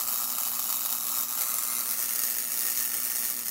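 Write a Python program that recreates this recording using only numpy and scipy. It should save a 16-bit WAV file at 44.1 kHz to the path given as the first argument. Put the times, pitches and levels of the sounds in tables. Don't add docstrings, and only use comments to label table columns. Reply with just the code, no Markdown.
import sys
import numpy as np
from scipy import signal
from scipy.fft import rfft, irfft
from scipy.io import wavfile
from scipy.ndimage import uniform_filter1d

SR = 44100
rng = np.random.default_rng(int(sys.argv[2]) if len(sys.argv) > 2 else 0)


def to_wav(s):
    ch = np.atleast_2d(s).T
    pcm = np.round(np.clip(ch, -1, 1) * 32767)
    wavfile.write(sys.argv[1], SR, pcm.astype(np.int16))


def level_to_linear(level):
    exponent = np.asarray(level, float) / 20
    return 10 ** exponent


N = 154350
HALF_CYCLE_HZ = 120.033


def level(x, db):
    return x * level_to_linear(db) / np.sqrt(np.mean(x ** 2))


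def colour_db(hz, table):
    table = np.array(table)
    return np.interp(np.log(hz + 1), np.log(table[:, 0]), table[:, 1])


def causal(db):
    cepstrum = irfft(db * np.log(10) / 20)
    half = len(cepstrum) // 2
    cepstrum[1:half] *= 2
    cepstrum[half + 1:] = 0
    return irfft(np.exp(rfft(cepstrum)))


def walk(rate_hz):
    hold = int(SR / rate_hz)
    steps = np.repeat(rng.standard_normal(N // hold + 1), hold)
    return 0.83 * uniform_filter1d(uniform_filter1d(steps, hold), hold)[:N]


def clicks(times_s, sizes):
    i = np.round(times_s.ravel() * SR).astype(int)
    ok = (i >= 0) & (i < N)
    return np.bincount(i[ok], sizes.ravel()[ok], N)


def workshop_murmur():
    # hz, level_db
    murmur_curve = [(53, -49), (90, -12.5), (188, -7.5), (237, -4), (361, -12.5), (600, -16.5), (2600, -24),
                    (4500, -50)]
    hz = np.fft.rfftfreq(N, 1 / SR)
    murmur = irfft(rfft(rng.standard_normal(N)) * level_to_linear(colour_db(hz, murmur_curve)), N)
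    return level(murmur * level_to_linear(2.0 * walk(5.17)), -59)


def transformer_hum():
    # pitch_hz, rms_db
    partials = [(120.033, -75), (240.066, -60), (300.08, -71.5)]
    t = np.arange(N) / SR
    hum = np.zeros(N)
    for pitch_hz, rms_db in partials:
        gain = np.sqrt(2) * level_to_linear(rms_db + 0.23 * walk(4.9))
        hum += gain * np.cos(2 * np.pi * pitch_hz * t + 1.62)
    return hum


def handling_rumble():
    # time_s, level_db
    rumble_curve = [(0.0, -70), (0.07, -57), (0.21, -82), (1.0, -92), (1.04, -74), (1.26, -82), (1.29, -76),
                    (3.07, -67), (3.5, -77)]
    band = signal.butter(2, [22, 85], "bandpass", fs=SR, output="sos")
    lumps = signal.sosfilt(band, rng.standard_normal(N)) * level_to_linear(3.5 * walk(8.7))
    t = np.arange(N) / SR
    return level(lumps, -2.0) * level_to_linear(np.interp(t, *np.array(rumble_curve).T))


def reflection_envelope(size):
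    t = np.arange(size) / SR
    total = np.zeros(size)
    for tail_db, t60_s in ((-3, .013), (-9, .2)):
        power = level_to_linear(-60 * t / t60_s) ** 2
        total += level_to_linear(tail_db) ** 2 * power / power.sum()
    return np.sqrt(total)


def path_colour_db(broad, peaks, depth, hz):
    db = colour_db(hz, broad) - 10 * np.log10(1 + (380 / (hz + 1)) ** 4)
    for centre_hz, width_hz, peak_db in peaks:
        db = db + depth * peak_db * np.exp(-.5 * (2 * (hz - centre_hz) / width_hz) ** 2)
    return db


def place_colours_db(hz):
    # hz, level_db
    near_broad = [(400, -13.5), (800, -10), (1600, -16), (3200, -14.5), (5500, -5.5), (8500, -7),
                  (12000, -0.76), (15700, -0.6)]
    midway_broad = [(400, -19), (800, -13.5), (1600, -12.5), (3200, -16), (5500, -4), (8500, -3.5),
                    (12000, -1.9), (15700, -2)]
    far_broad = [(400, -15), (800, -16), (1600, -8.5), (3200, -16), (5500, -5.5), (8500, -4.5), (12000, -2),
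                 (15700, -2)]
    # centre_hz, width_hz, peak_db
    near_peaks = [(465, 210, -9.5), (1090, 97, 3.5), (1262, 210, 12), (2566, 43, 8.5), (2980, 90, 7.5),
                  (3460, 600, -1.5), (3789, 133, 9), (4880, 120, -10), (6830, 280, 6), (7460, 150, 7.5),
                  (8000, 114, 7.5), (8800, 360, 1.5), (10200, 350, 1), (7100, 200, -3)]
    midway_peaks = [(1090, 84, 4.5), (1272, 230, 10.5), (1700, 440, -2), (2090, 49, 8.5), (2550, 290, 3),
                    (3920, 82, 7), (4430, 62, 6.5), (5150, 770, -4.5), (6760, 150, -6), (7140, 83, 3.5),
                    (9700, 150, -4), (10400, 280, 4), (13300, 240, 3), (13000, 240, 4)]
    far_peaks = [(1007, 140, -5), (1558, 150, -9), (1850, 51, 7), (2820, 290, 4.5), (3962, 78, -12),
                 (4970, 67, -13), (6400, 93, -3.5), (6690, 240, 7), (7230, 370, -6), (8560, 290, 3.5),
                 (8800, 270, 3.5), (9660, 620, 3.5), (11900, 220, 1), (13500, 630, 5.5)]
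    # centre_hz, width_hz, peak_db
    near_comb = [(8800, 200, -5), (9800, 150, -5), (11100, 200, -4), (12400, 200, 2.5), (12650, 150, -5),
                 (12900, 250, 2.5), (13500, 350, 3.5), (14000, 250, -5), (14310, 250, 4), (14650, 200, -3),
                 (15000, 200, 2.5), (15250, 150, -3), (15480, 200, 4)]
    midway_comb = [(11500, 300, 1.5), (12400, 300, -2.5), (14500, 500, 1.5), (15600, 200, 1.5)]
    far_comb = [(8400, 250, -4), (10100, 200, -2.5), (11200, 300, -3.5), (12300, 300, -4), (13000, 200, -3),
                (13250, 200, 1.5), (14300, 300, -2.5), (15150, 300, 2.5), (15700, 200, 1.5)]
    peak_depth = [0.9135, 1.08, 0.9857]
    paths = [(near_broad, near_peaks + near_comb),
             (midway_broad, midway_peaks + midway_comb),
             (far_broad, far_peaks + far_comb)]
    return np.array([path_colour_db(*path, depth, hz) for path, depth in zip(paths, peak_depth)])


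def place_shares(time_s):
    # start_s, end_s
    moves = [
        (1.2, 1.47),
        (1.72, 2.154),
    ]
    a, b = (np.clip((time_s - start_s) / (end_s - start_s), 0, 1) for start_s, end_s in moves)
    return np.array([1 - a, a * (1 - b), b])


def half_cycles(drift_db):
    # time_s, over_neighbours_db
    uneven = [(0.0841, 3.1), (0.1, -3.0), (0.1666, -3.0), (0.2583, -3.2), (0.2666, -2.7), (0.2832, -2.4),
              (0.3082, -2.4), (0.3838, 4.7), (0.4841, 2.7), (0.7014, 3.4), (0.7165, -2.5), (0.7251, 3.2),
              (0.8586, 4.3), (0.8747, -2.7), (0.9253, 3.0), (0.9333, 2.9), (0.9914, -2.7), (1.0675, 3.1),
              (1.1834, 2.4), (1.358, -2.4), (1.3663, -2.7), (1.4088, 3.7), (1.4413, -2.9), (1.4496, -3.0),
              (1.5845, 2.6), (1.6162, -3.0), (1.6345, 3.5), (1.8245, -2.5), (1.8412, -3.6), (1.9094, 3.0),
              (1.9495, -3.1), (1.9578, -4.0), (1.9661, -3.3), (2.0248, 2.9), (2.0661, -3.2), (2.0744, -4.4),
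              (2.1411, -4.2), (2.1583, 2.5), (2.1744, -2.8), (2.2077, -2.5), (2.2341, 3.3), (2.2502, 3.2),
              (2.3669, 3.3), (2.3839, 3.0), (2.5169, 3.1), (2.7409, -2.4), (2.7749, 3.0), (2.8503, 2.4),
              (2.9415, 4.3), (2.9499, 2.8), (2.9908, -2.7), (3.1001, 3.1), (3.3006, 2.4), (3.3574, -3.7),
              (3.3834, 2.6), (3.3911, 2.9), (3.4407, -6.2), (3.449, -2.4), (3.4579, 2.9), (3.4835, 2.7)]
    first_s, jitter_s, polarity_s = -.0004, .00015, .0006
    start_s = first_s + np.arange(int(N / SR * HALF_CYCLE_HZ) + 2) / HALF_CYCLE_HZ
    charge, jitter, stretch = rng.standard_normal((3, len(start_s)))
    limited = np.tanh(charge) - 0.41 * np.clip(-charge - 1, 0, 2)
    db = 1.83 * limited + np.interp(start_s, np.arange(N) / SR, drift_db)
    swing = 1. * (np.arange(len(start_s)) % 2 == 0)
    shift_s = jitter_s * jitter + polarity_s * swing
    for time_s, over_db in uneven:
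        k = int(round((time_s - first_s) * HALF_CYCLE_HZ))
        if over_db > 0:
            db[k] = over_db * 1.2
            shift_s[k] = time_s - start_s[k] - .0009
        else:
            db[k] = over_db * 1.6
    stretch_db = 1.2 * stretch + .4 * db
    return start_s + shift_s, db, stretch_db, swing


def restrike_flurry(start_s, db, stretch_db):
    shape = (len(start_s), 20)
    flurry_s = .0034
    late_s = flurry_s * rng.beta(1.8, 2.4, size=shape) * level_to_linear(stretch_db[:, None])
    sizes = level_to_linear(db[:, None] + 4.0 * rng.standard_normal(shape)) * rng.choice([-1, 1], shape)
    return level(clicks(start_s[:, None] + late_s, sizes), 0)


def first_strike(start_s, db, swing):
    polarity_db = 2.5
    strike = clicks(start_s, level_to_linear(0.78 * db + polarity_db * swing))
    return level(signal.lfilter(*signal.butter(2, 1720, fs=SR), strike), -13)


def sizzle(drift_db):
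    return level(rng.standard_normal(N) * level_to_linear(drift_db + 1.9 * walk(900)), -8)


def arc():
    # time_s, level_db
    strength = [(0.0, -24), (0.05, -30.5), (0.1, -24.5), (0.24, -26.5), (1.06, -28), (1.2, -25),
                (1.27, -29.5), (1.43, -25), (1.55, -27), (2.27, -26.5), (2.44, -30), (2.67, -25),
                (2.77, -28), (2.78, -24.5), (2.89, -29), (3.27, -26.5), (3.41, -31.5), (3.5, -28.5)]
    drift_db = 0.27 * walk(24.17)
    start_s, db, stretch_db, swing = half_cycles(drift_db)
    sparks = restrike_flurry(start_s, db, stretch_db) + first_strike(start_s, db, swing) + sizzle(drift_db)
    return sparks * level_to_linear(np.interp(np.arange(N) / SR, *np.array(strength).T))


def scene():
    place_db = [-0.27, -0.7, -0.34]
    size, step = 8192, 2 * SR / HALF_CYCLE_HZ
    still_rad_s, moving_rad_s = 16, 20
    direct, notch_depth_db, notch_rarity, notch_from_hz = 0.67, 22, 1.35, 2800
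    hz = np.fft.rfftfreq(size, 1 / SR)
    colours_db = place_colours_db(hz)
    sparks, tail = arc(), reflection_envelope(size)
    out = np.append(transformer_hum() + workshop_murmur() + handling_rumble(), np.zeros(2 * size))
    ripple = 0.28 * np.clip(hz / 3400 - 1, 0, 1)
    chance = rng.standard_normal(size)
    edges = np.clip((np.arange(int(N / step) + 3) * step - step / 8).astype(int), 0, N)
    for i, j in zip(edges[:-1], edges[1:]):
        share = place_shares(i / SR)
        turn_rad = (still_rad_s + moving_rad_s * share[1]) * step / SR
        chance = np.cos(turn_rad) * chance + np.sin(turn_rad) * rng.standard_normal(size)
        echo = rfft(np.append(direct, (chance * tail)[1:]))
        power = np.abs(echo) ** 2
        fine_db = 10 * np.log10(uniform_filter1d(power, size=18))
        broad_db = 10 * np.log10(uniform_filter1d(power, size=140))
        patchy = uniform_filter1d(uniform_filter1d(chance[-len(hz):], size=28), size=28)
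        notch_db = notch_depth_db * np.clip(patchy / patchy.std() - notch_rarity, 0, 1) * (hz > notch_from_hz)
        flatten_db = (1 - ripple) * fine_db + ripple * broad_db
        path = echo * rfft(causal(share @ colours_db - notch_db - flatten_db))
        response = irfft(path) * level_to_linear(share @ place_db) / np.sqrt(np.mean(np.abs(path) ** 2))
        if j > i:
            out[i:j + size - 1] += signal.fftconvolve(sparks[i:j], response)
    return out[None, :N]


def band_limit(x):
    return signal.sosfilt(signal.butter(12, 17060, fs=SR, output="sos"), x)


def record(dry):
    # start_s, length_s
    dropouts = [(.158, .01), (.308, .006), (.376, .036), (.434, .022), (.708, .008), (.728, .008),
                (.858, .016), (1.393, .01), (1.413, .005), (1.432, .006), (1.463, .026), (1.507, .008),
                (1.59, .009), (1.618, .022), (2.096, .014), (2.212, .018), (2.686, .012), (3.109, .007)]
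    t = np.arange(N) / SR
    gate = sum(1. * ((t > start_s) & (t < start_s + length_s)) for start_s, length_s in dropouts)
    gate = np.clip(uniform_filter1d(gate, size=130), 0, 1)
    x = .4 * np.tanh(dry / .4)
    bass = signal.sosfiltfilt(signal.butter(4, 480, fs=SR, output="sos"), x)
    x = x - 0.98 * gate * bass
    hz = np.fft.rfftfreq(N, 1 / SR)
    top_hz, slope_db_per_hz = 15770, .4
    x = irfft(rfft(x) * level_to_linear(-np.clip(hz - top_hz, 0, 250) * slope_db_per_hz), N)
    return band_limit(x)


dry = scene()
out = record(dry)
to_wav(out)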